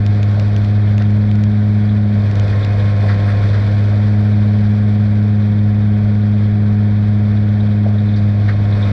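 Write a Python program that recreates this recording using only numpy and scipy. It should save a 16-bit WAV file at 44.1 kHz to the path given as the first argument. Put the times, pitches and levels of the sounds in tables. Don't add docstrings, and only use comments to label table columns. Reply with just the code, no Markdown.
import sys
import numpy as np
from scipy import signal
from scipy.fft import rfft, irfft, next_fast_len
from scipy.io import wavfile

SR = 44100
rng = np.random.default_rng(int(sys.argv[2]) if len(sys.argv) > 2 else 0)


def dump_mix(stems):
    frames = np.atleast_2d(stems).T
    limited = np.clip(frames, -1, 1)
    pcm = np.round(limited * 32767).astype(np.int16)
    wavfile.write(sys.argv[1], SR, pcm)


N = 393372
T = np.arange(N) / SR
CYLINDERS, GEAR_TEETH = 6, 21

# t/s, f/Hz
FIRING_RATE = [(0, 102.69), (0.5, 103.09), (1.45, 104.23), (2.0, 104.19), (2.25, 102.61), (2.55, 101.74),
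               (2.85, 102.15), (3.2, 101.44), (4.15, 103.96), (5.1, 104.08), (6.0, 103.9), (8.0, 103.96),
               (8.25, 102.96), (8.6, 102.9), (8.92, 101.87)]
def load():
    free_hz, laden_hz = 104.1, 101.8
    return np.clip((free_hz - curve(FIRING_RATE)) / (free_hz - laden_hz), 0, 1)


# t/s, level/dB
FIRING_LEVEL = [(0, -12.5), (.35, -11.4), (.55, -13), (.8, -11.3), (1.3, -12.5), (2.55, -13), (2.8, -12.5),
                (4.35, -11.7), (4.6, -12.5), (8.05, -13), (8.45, -12.5), (8.92, -13)]
# order of the cycle rate, free-running level/dB, change at full load/dB
EXHAUST_ORDERS = [(2, -45.5, 4), (4, -42.5, -2), (5, -46, 3.5), (7, -46.5, 3), (8, -47, 1.5), (9, -51, 4.5),
                  (10, -45, 7), (18, -37, -1), (24, -41, -2.5), (30, -53.5, 14.5), (36, -54.5, 5),
                  (41, -47.5, -1.5), (48, -56.5, -5), (54, -57, -1), (60, -58, -2)]
# f/Hz, relative level/dB
RUMBLE_SPECTRUM = [(8, -21.5), (22, -7), (35, -0.5), (50, -0.5), (70, 1), (135, 1), (185, -3.5), (250, -7),
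                   (340, -13), (500, -26)]
def exhaust(cycle):
    strain = load()
    firing_db = curve(FIRING_LEVEL) + (0.16 + 0.47 * strain) * wander(12)
    lagged_load = delayed(strain, seconds=0.096)
    octave_fade = 1 - np.exp(-(lagged_load / 0.39) ** 2)
    octave_db = -18.5 - 8 * octave_fade + (0.28 + 2.2 * strain) * wander(3.6)
    phase = 2 * np.pi * CYLINDERS * cycle
    drone = np.sqrt(2) * (amp(firing_db) * np.cos(phase) + amp(octave_db) * np.cos(2 * phase))
    rumble = amp(-28.5 + 3 * strain) * colour(rng.standard_normal(N), RUMBLE_SPECTRUM)
    return drone + harmonics(cycle, EXHAUST_ORDERS, flutter=0.029, drift_rad=0.13) + rumble


# t/s, level/dB
FEED_LEVEL = [(0, -40.0), (0.4, -38.5), (0.85, -39.5), (1.2, -41), (2.1, -40.5), (2.45, -35.9),
              (2.95, -36.0), (3.5, -35), (3.75, -36.5), (4.6, -39.5), (5.7, -40.9), (7.9, -40.8),
              (8.6, -39.5), (8.92, -33.5)]
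# f/Hz, relative level/dB
DRUM_SPECTRUM = [(270, -13.5), (340, -7.5), (430, 1.5), (530, 3.5), (630, 3), (710, -3), (790, -12.5)]
FAN_SPECTRUM = [(600, -16), (780, -3), (1000, -2.5), (1250, -3.5), (1620, 0.5), (2000, -3.5), (2480, -5.5),
                (2680, -21), (3000, -22)]
CHUTE_SPECTRUM = [(2400, -13), (2800, -7), (3200, 0), (3600, 1.5), (3950, -1.5), (4400, -1), (5000, -6),
                  (5950, -11.5), (6650, -24), (7300, -18.5), (8100, -23.5), (9900, -30), (10800, -37),
                  (12500, -41)]
def blower(cycle):
    strain, rasp_db = load(), curve(FEED_LEVEL)
    straw_db = rasp_db + 40.5
    throb = np.cos(2 * np.pi * cycle)
    tufts = wander(11) * (1 + strain)
    drum = rng.standard_normal(N) + 0.062 * clatter(cycle)
    fan = rng.standard_normal(N) + 0.45 * clatter(cycle) + 0.6 * stalks(2500, spread_db=-2.5)
    chute = rng.standard_normal(N) + 0.29 * clatter(cycle) + 0.94 * stalks(4000, spread_db=1.5)
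    drum_db = -38 + 0.93 * straw_db + 0.3 * tufts
    fan_db = rasp_db + 0.29 * tufts + 0.47 * throb
    linger_db = 1.5 * delayed(strain, seconds=1.3)
    chute_db = -51 + linger_db + 0.85 * straw_db + 2.1 * strain + 0.5 * tufts + 0.93 * throb
    return (amp(drum_db) * colour(drum, DRUM_SPECTRUM)
            + amp(fan_db) * colour(fan, FAN_SPECTRUM)
            + amp(chute_db) * colour(chute, CHUTE_SPECTRUM))


def stalks(per_s, spread_db):
    size = amp(spread_db * np.minimum(rng.exponential(1, N), 4))
    return unit(rng.standard_normal(N) * size * (rng.random(N) < per_s / SR))


def clatter(cycle):
    pattern = rng.standard_normal(2048)
    return unit(np.interp(cycle % 1 * len(pattern), np.arange(len(pattern)), pattern))


# order of the mesh rate, free-running level/dB, change at full load/dB
GEAR_ORDERS = [(1, -53, -5.5), (2, -47.5, 6), (3, -62, 16), (4, -54, -5), (5, -59.5, 0), (6, -59, 11),
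               (7, -67, 11.5), (9, -61.5, -2), (10, -64.5, 8.5), (13, -79.5, -3.5)]
def gear_whine(cycle):
    return harmonics(GEAR_TEETH * cycle, GEAR_ORDERS, flutter=0.27, drift_rad=0.35)


# t/s, peak level/dB
THUMPS = [(0.369, -30), (3.03, -27.5), (7.855, -26.5)]
# t/s, scrape level/dB, chaff spray level/dB, length/s
SCRAPES = [(0.995, -34.5, -48, 0.028), (2.525, -34, -53, 0.014), (3.08, -28.5, -40.5, 0.038),
           (3.272, -32, -47, 0.037), (3.53, -32.5, -42, 0.023), (8.158, -45, -42, .022),
           (8.48, -27, -42, 0.022)]
def wads():
    out = np.zeros(N)
    for start, db in THUMPS:
        add(out, start, amp(db) * burst(hz=590, width_hz=270, length_s=0.023))
    for start, scrape_db, spray_db, length_s in SCRAPES:
        add(out, start, amp(scrape_db) * burst(hz=1690, width_hz=650, length_s=length_s))
        add(out, start, amp(spray_db) * burst(hz=4150, width_hz=1540, length_s=length_s))
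    return out


# t/s, peak level/dB
CLANKS = [(1.888, -41), (2.625, -35), (2.795, -43), (3.485, -40.5), (7.367, -48), (7.599, -44),
          (7.712, -46), (7.937, -48), (7.978, -43.5), (8.085, -43), (8.135, -43), (8.722, -40),
          (8.825, -34.5)]
SQUEAKS = [(3.008, -65), (3.045, -65), (3.24, -65), (3.28, -64), (8.76, -73)]
def loose_metal():
    out = np.zeros(N)
    for start, db in CLANKS:
        add(out, start, amp(db) * burst(hz=3640, width_hz=480, length_s=0.014))
    for start, db in SQUEAKS:
        add(out, start, amp(db) * burst(hz=8700, width_hz=45, length_s=0.036))
    return out


# t/s, level/dB
TICKS = [(0.0633, -39.5), (0.147, -49), (0.2295, -39.5), (0.313, -49), (0.3966, -39), (0.48, -52),
         (0.563, -39.5), (0.6462, -47), (0.98, -39.5), (1.0216, -43.5), (1.105, -51), (1.3134, -42.5),
         (1.3548, -45.5), (1.4371, -41.5), (2.3127, -45), (2.3545, -44.5), (2.3964, -40), (2.48, -45),
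         (2.6469, -39.5)]
# f/Hz, relative level/dB
TICK_SPECTRUM = [(1100, -12), (1900, 7), (3400, 5.5), (5500, -1.5), (7300, -8), (8200, -27.5),
                 (10500, -26.5), (11800, -34), (13500, -22.5), (14700, -32)]
def ticks(grit, decay_s):
    out, t = np.zeros(N), (np.arange(1024) - 256) / SR
    for start, db in TICKS:
        tail = grit * rng.standard_normal(len(t)) * (t > 0) * np.exp(-abs(t) / decay_s)
        snap = (t == 0) + tail
        add(out, start + t[0] + 0.0012, amp(db) * colour(snap, TICK_SPECTRUM))
    return out


def rattle(cycle, level_db, spread_db, ring_hz, scatter, width_hz, length_s):
    out = np.zeros(N)
    turns = T[1:][np.diff(np.floor(cycle)) > 0]
    for start, (late, force, spot) in zip(turns, rng.standard_normal((len(turns), 3))):
        ring = burst(ring_hz * (1 + scatter * spot), width_hz, length_s)
        add(out, start + 0.0037 * late, amp(level_db + spread_db * min(force, 1)) * ring)
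    return out


def harmonics(cycle, table, flutter, drift_rad):
    out, strain = np.zeros(N), load()
    for order, db, change_db in table:
        phase = 2 * np.pi * (round(order) * cycle + rng.random()) + drift_rad * wander(6.9)
        gain = amp(db + change_db * strain) * (1 + flutter * wander(5.7))
        out += gain * np.sqrt(2) * np.cos(phase)
    return out


def burst(hz, width_hz, length_s):
    t = T[:8192]
    f = np.fft.rfftfreq(len(t), 1 / SR)
    ring = irfft(rfft(rng.standard_normal(len(t))) / (1 + ((f - hz) / width_hz) ** 2) ** 2)
    age = 2 * t / length_s
    return unit(ring) * age * np.exp(1 - age)


def colour(x, points):
    hz, db = np.transpose(points)
    size = next_fast_len(len(x))
    octave, known = np.log2(np.fft.rfftfreq(size, 1 / SR) + 1), np.log2(hz)
    outside = abs(octave - np.clip(octave, known[0], known[-1]))
    gain = amp(np.interp(octave, known, db) - 24 * outside)
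    return unit(irfft(rfft(x, size) * gain, size)[:len(x)])


def wander(hz):
    f = np.fft.rfftfreq(4096, T[-1] / 4096)
    slow = irfft(rfft(rng.standard_normal(4096)) / (1 + (f / hz) ** 4))
    return np.interp(T, np.linspace(0, T[-1], len(slow)), unit(slow))


def amp(db):
    return 10 ** (np.asarray(db) / 20)


def unit(x):
    return x / np.sqrt(np.mean(x ** 2) + 1e-20)


def curve(rows):
    return np.interp(T, *np.transpose(rows))


def delayed(x, seconds):
    return np.interp(T - seconds, T, x)


def add(mix, start, sound):
    part = mix[max(round(start * SR), 0):][:len(sound)]
    part += sound[:len(part)]


def scene():
    cycle = np.cumsum(curve(FIRING_RATE)) / SR / CYLINDERS
    machine = exhaust(cycle) + blower(cycle) + gear_whine(cycle)
    transients = wads() + loose_metal() + ticks(grit=0.12, decay_s=0.0019)
    guard = rattle(cycle, level_db=-53, spread_db=4,
                   ring_hz=3560, scatter=0.03, width_hz=620, length_s=0.02)
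    chain = rattle(cycle, level_db=-78, spread_db=11,
                   ring_hz=8800, scatter=0.05, width_hz=600, length_s=0.0076)
    return (machine + transients + guard + chain)[None]


def record(dry):
    fade = np.clip(np.minimum(T, T[-1] - T) / 0.004, 0, 1)
    lowpass = signal.firwin(511, 15700, window=("kaiser", 9), fs=SR)
    return signal.oaconvolve(dry * fade, lowpass[None], "same")


dry = scene()
out = record(dry)
dump_mix(out)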